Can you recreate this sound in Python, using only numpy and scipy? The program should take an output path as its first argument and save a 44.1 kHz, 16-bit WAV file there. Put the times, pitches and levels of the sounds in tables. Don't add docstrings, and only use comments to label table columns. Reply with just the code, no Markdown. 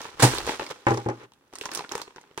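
import sys
import numpy as np
from scipy import signal
from scipy.fft import rfft, irfft, next_fast_len
from scipy.io import wavfile
from scipy.ndimage import uniform_filter1d, map_coordinates

SR = 44100
rng = np.random.default_rng(int(sys.argv[2]) if len(sys.argv) > 2 else 0)


def dump(signal):
    limited = np.clip(np.atleast_2d(signal).T, -1, 1)
    pcm = np.round(limited * 32767).astype(np.int16)
    wavfile.write(sys.argv[1], SR, pcm)


N = 105840
T = np.arange(N) / SR

# (frequency [Hz], level [dB])
ROOM_TONE_COLOUR = [(20, -16), (120, 1), (350, 3), (800, -12.5), (8000, -24)]
# (frequency [Hz], T60 [s])
ROOM_DECAY = [(2000, .34), (8000, 0.41), (16000, 0.14)]
# (frequency [Hz], correlation [0..1])
MIC_LIKENESS = [(100, 0.74), (400, 0.97), (1000, .45), (2500, .35)]
# (frequency [Hz], left minus right [dB])
MIC_BALANCE = [(300, -0.1), (600, 1.6), (3000, -1), (9000, -11), (14000, -4)]
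# (frequency [Hz], level [dB])
RUMBLE_COLOUR = [(20, -14), (55, -2), (120, -7.5), (400, -60.5)]
# (frequency [Hz], level [dB])
TABLE_MODES = [(118, -1.5), (205, -10), (245, -10.5), (328, -1), (440, -8), (544, -9), (807, 3.5), (845, 2),
               (1007, -5), (1211, -11), (1464, -15)]
WOOD_COLOUR = [(40, -31), (200, -15.5), (400, 1), (700, -11), (950, -6), (2200, -11), (3500, -21.5),
               (16000, -61)]
# (frequency [Hz], level [dB])
CLICK_COLOUR = [(900, -11), (6000, 8), (16000, -23.5)]
# (time [s], strength [dB], contact [ms], click level [dB])
KNIFE_BLOWS = [(0.8680, -15.5, 0.064, -36), (0.884, -22.5, 0.063, -37.5), (0.9074, -18, 0.19, -36.5),
               (0.9163, -22.5, 0.11, -58), (0.943, -27, 0.21, -37.5), (.9735, -27, 0.12, -35),
               (1.061, -18, 0.3, -58), (1.087, -23.5, 0.11, -42), (1.099, -30.5, 0.11, -44),
               (1.235, -46, .18, -60)]
# (frequency [Hz], level [dB])
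POP_COLOUR = [(30, -29.5), (110, -13), (180, -13), (400, -1), (670, -10), (900, -3), (1300, -6),
              (2000, -10), (3200, -14), (12000, -58)]
SNAP_COLOUR = [(100, -51), (900, -21.5), (2200, -4), (4500, 4), (9000, -3), (12500, -8), (16000, -8.5)]
TICK_COLOUR = [(100, -44.5), (900, -12.5), (2000, 1), (4300, 5), (9000, -8), (12500, -16.5), (16000, -18)]
TEAR_COLOUR = [(30, -27.5), (300, 7.5), (490, 3.5), (700, 2.5), (940, 6.5), (1200, -2), (1800, -2),
               (3400, -5.5), (9000, -6.5), (12500, -20.5), (16000, -24)]
# (time [s], level [dB])
CRINKLE_LEVELS = [(0, -39.5), (.095, -44.5), (.115, -51), (.19, -49), (.203, -28), (.29, -32), (.37, -33.5),
                  (.44, -41), (.49, -31), (.55, -37.5), (.585, -46.5), (0.609, -39), (.69, -45),
                  (.715, -34.5), (.735, -53), (.86, -55), (.90, -38), (1.01, -49), (1.151, -55.5),
                  (1.246, -53.5), (1.275, -76), (1.31, -76), (1.35, -69), (1.517, -68), (1.53, -52.5),
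                  (1.60, -55.5), (1.618, -41.5), (1.705, -49), (1.72, -42.5), (1.79, -41.5), (1.88, -59.5),
                  (1.925, -43), (2.0, -45), (2.06, -55.5), (2.14, -65), (2.169, -58.5), (2.22, -61),
                  (2.37, -63), (2.381, -39)]
# (time [s], relative pop level [dB], pop pitch [Hz], relative snap level [dB], snap pitch [Hz])
BUCKLES = [(.006, -34, 865), (.016, -45, 2200, -38, 5900), (0.054, -35, 890), (.197, -23, 1117, -36, 8100),
           (.202, -24.5, 1580, -27.5, 7660), (0.348, -48, 1690, -31.5, 8400),
           (.377, -30.5, 1070, -38, 3000), (.384, -36, 1960, -24.5, 4000), (0.4034, -27.5, 830),
           (0.467, -29.5, 1060, -35, 8300), (.475, -24.5, 465), (.493, -18, 866, -33, 2980),
           (.596, -22.5, 876, -35, 2950), (.610, -28, 404), (.620, -30.5, 575),
           (.665, -38, 2210, -37, 5160), (0.7092, -33.5, 500, -42, 3020), (1.320, -52, 910, -57.5, 3020),
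           (1.336, -57.5, 826, -54, 3020), (1.527, -44, 700), (1.536, -38.5, 392, -47.5, 5820),
           (1.555, -40.5, 1110, -37, 7300), (1.56, -44, 1900, -41, 4500), (1.586, -44, 298, -37.5, 8700),
           (1.612, -30, 440, -29.5, 2700), (1.656, -31.5, 1113, -32, 6650), (1.6597, -29.5, 1024),
           (1.691, -30, 970), (1.7167, -34, 1785, -35, 5140), (1.7355, -42, 1500, -38, 8500),
           (1.7497, -49, 1270, -25.5, 8900), (1.757, -36, 910, -30.5, 5860),
           (1.7742, -30.5, 1070, -28.5, 6000), (1.793, -27.5, 980, -34.5, 4800), (1.807, -30.5, 825),
           (1.841, -37, 950), (1.847, -35, 1414), (1.893, -45, 1250, -37.5, 3280),
           (1.915, -31, 1070, -46, 6200), (1.9201, -29.5, 840, -31.5, 6000), (1.935, -29.5, 944),
           (1.953, -22.5, 486, -32, 7550), (1.979, -33, 890, -38.5, 7650), (2.000, -37, 1110),
           (2.0167, -35, 960, -32, 4950), (2.078, -40, 383), (2.107, -47, 950),
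           (2.161, -40, 378, -47, 5330), (2.169, -44, 480), (2.182, -39, 940),
           (2.213, -53, 2060, -51, 6950), (2.239, -49, 870), (2.312, -47, 420),
           (2.3766, -24.5, 884, -37, 8550)]


def amp(db):
    return 10 ** (np.asarray(db) / 20)


def read(points, hz):
    f, value = np.transpose(points)
    return np.interp(np.log(hz + 1), np.log(f), value)


def unit_rms(x):
    return x / np.sqrt(np.mean(x ** 2) + 1e-20)


def struck(x):
    return x / np.sqrt(np.sum(x.mean(0) ** 2) / (.002 * SR) + 1e-20)


def add(mix, s, sound):
    part = mix[:, max(round(s * SR), 0):][:, :sound.shape[1]]
    part += sound[:, :part.shape[1]]


def ring(colour, peak_hz=1000, peak_db=0, roll_db_per_oct=0, width_oct=.43, size=4096):
    hz = abs(np.fft.fftfreq(size, 1 / SR))
    db = read(colour, hz) + peak_db * np.exp(-(np.log2((hz + 1) / peak_hz) / width_oct) ** 2)
    db -= roll_db_per_oct * np.log2(np.maximum(hz / peak_hz, 1))
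    minimum_phase = np.exp(np.conj(signal.hilbert(np.log(amp(db)))))
    return np.fft.ifft(minimum_phase).real[None, :size // 2]


def through(x, response):
    return signal.fftconvolve(x, response, axes=1)[:, :N]


def spread(pair):
    size = next_fast_len(pair.shape[1] + 256)
    a, b = rfft(pair, size)
    same = np.clip(read(MIC_LIKENESS, np.fft.rfftfreq(size, 1 / SR)), 0, 1)
    mid, side = a * np.sqrt((1 + same) / 2), b * np.sqrt((1 - same) / 2)
    return irfft(np.array([mid + side, mid - side]), size)[:, :pair.shape[1]]


def noise(colour):
    return unit_rms(through(spread(rng.standard_normal((2, N))), ring(colour)))


def burst(envelope, response):
    return struck(through(spread(rng.standard_normal((2, len(envelope))) * envelope), response))


def crackle(colour, per_s, spread_db, decay_s, hiss_db, facets=12):
    sizes = amp(spread_db * np.minimum(rng.exponential(1, N), 3))
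    kicks = sizes * (rng.random(N) < per_s / SR)
    facet = rng.integers(0, facets, N)
    rings = rng.standard_normal((facets, 2, 512)) * np.exp(-T[:512] / decay_s)
    grains = sum(through((kicks * (facet == k))[None], rings[k]) for k in range(facets))
    hiss = amp(hiss_db) * rng.standard_normal((2, N))
    return unit_rms(through(spread(unit_rms(grains) + hiss), ring(colour)))


def room_tone():
    return amp(-68.5) * noise(ROOM_TONE_COLOUR)


def room_reverb(x, build_s=.006):
    t = T[:22050]
    hz, when, spectra = signal.stft(rng.standard_normal((2, len(t))), SR, nperseg=256)
    decay = amp(-60 * when / read(ROOM_DECAY, hz)[:, None])
    tail = signal.istft(spectra * decay, SR, nperseg=256)[1][:, :len(t)]
    tail = spread(tail * np.minimum(t / build_s, 1))
    return through(x, tail / np.linalg.norm(tail[0]))


def parcel(land_s=.2213, thud_hz=123.6, rise_s=.022, rock_s=.35, rock_width_s=.13):
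    t = np.maximum(T - land_s, 0)
    thud = (t / rise_s * np.exp(1 - t / rise_s)) ** 3 * np.sin(2 * np.pi * thud_hz * t)
    rocking = np.exp(-((T - rock_s) / rock_width_s) ** 2)
    return amp(-9.5) * thud + amp(-42) * rocking * noise(RUMBLE_COLOUR)


def knife_on_table(slide_s=1.2, rest_s=1.255, left_lag_s=.00014):
    lowest_t60_s, wood_decay_s, click_decay_s = .225, .018, .0044
    out, t = np.zeros((2, N)), T[:16384]
    wood, click = ring(WOOD_COLOUR), ring(CLICK_COLOUR)
    lowest_hz = TABLE_MODES[0][0]
    modes = np.array([amp(db - 60 * t / lowest_t60_s * (hz / lowest_hz) ** .33)
                      * np.cos(2 * np.pi * hz * t) for hz, db in TABLE_MODES])
    for s, db, contact_ms, click_db in KNIFE_BLOWS:
        contact = t[:1024] * 1000 / contact_ms
        push = contact * np.exp(-contact)
        spot_db = 2.5 * rng.uniform(-1, 1, len(modes))
        low_modes = amp(spot_db - 5) @ modes
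        high_modes = amp(7) * burst(np.exp(-t / wood_decay_s), wood)[:, :len(t)]
        add(out, s, amp(db) * through(low_modes + high_modes, push[None] / push.sum()))
        add(out, s, amp(click_db) * burst(np.exp(-t[:1024] / click_decay_s), click))
    sliding = uniform_filter1d(1. * ((T > slide_s) & (T < rest_s)), size=600)
    falling_still = amp(-300 * np.maximum(T - rest_s, 0))
    left, right = out * falling_still + amp(-49) * sliding * noise(WOOD_COLOUR)
    left = map_coordinates(left, [(T - left_lag_s) * SR])
    return np.array([amp(.25) * left, amp(-.25) * right])


def crinkle(tick_growth=1.139):
    level_db = np.interp(T, *np.transpose(CRINKLE_LEVELS))
    pops = crackle(POP_COLOUR, per_s=350, spread_db=2, decay_s=.0024, hiss_db=-12.5)
    ticks = crackle(TICK_COLOUR, per_s=1300, spread_db=4.5, decay_s=.00052, hiss_db=-6)
    return pops * amp(level_db) + ticks * amp(tick_growth * level_db + .5)


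def rip(free_s=.2265, rise_s=.003, hold_s=.008, fall_db_per_s=375.5, edge_db_per_s=135):
    rise = np.exp(np.minimum(T - free_s, 0) / rise_s)
    fall = amp(-fall_db_per_s * np.maximum(T - free_s - hold_s, 0))
    torn_edge = amp(-29 - edge_db_per_s * np.maximum(T - free_s, 0)) * noise(SNAP_COLOUR)
    fractures = crackle(TEAR_COLOUR, per_s=5000, spread_db=3, decay_s=.00086, hiss_db=-2)
    return rise * (torn_edge + amp(-11) * fall * fractures)


def creases(followers_per_s=260):
    panel_s, pop_s, snap_s, flutter_s, run_s = .0051, .0027, .00061, .0072, .012
    out, t, pop = np.zeros((2, N)), T[:2048], ring(POP_COLOUR)
    snap_decay = np.exp(-t / snap_s)
    shiver = snap_decay + amp(-13) * np.exp(-t / flutter_s)
    for s, pop_db, pop_hz, *snap in BUCKLES:
        panel_note = np.sin(2 * np.pi * pop_hz * t) * np.exp(-t / panel_s)
        add(out, s, amp(pop_db - 2) * struck(panel_note[None]))
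        add(out, s, amp(pop_db - 2) * burst(np.exp(-t / pop_s), pop))
        if snap:
            snap_db, snap_hz = snap
            followers = (rng.random(len(t)) < followers_per_s / SR) * np.exp(-t / run_s)
            run = amp(-9) * signal.fftconvolve(followers, snap_decay)[:len(t)]
            response = ring(SNAP_COLOUR, snap_hz, peak_db=9.5, roll_db_per_oct=2.5)
            add(out, s, amp(snap_db + .5) * burst(np.hypot(shiver, run), response))
    return out


def scene():
    film = creases() + crinkle() + rip()
    knocks = knife_on_table() + parcel()
    return film + knocks + room_reverb(amp(-15) * film + amp(-17.5) * knocks) + room_tone()


def record(dry):
    left_lag_s, edge_hz = .00008, 16200
    size = next_fast_len(N + 2048)
    hz = np.fft.rfftfreq(size, 1 / SR)
    lean = amp(read(MIC_BALANCE, hz) / 2)
    delay = np.exp(-2j * np.pi * hz * left_lag_s)
    channels = irfft(rfft(dry, size) * np.array([lean * delay, 1 / lean]), size)[:, :N]
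    lowpass = signal.firwin(255, edge_hz, window=("kaiser", 9), fs=SR)
    return signal.oaconvolve(np.clip(channels, -1, 1), lowpass[None], "same")


dry = scene()
out = record(dry)
dump(out)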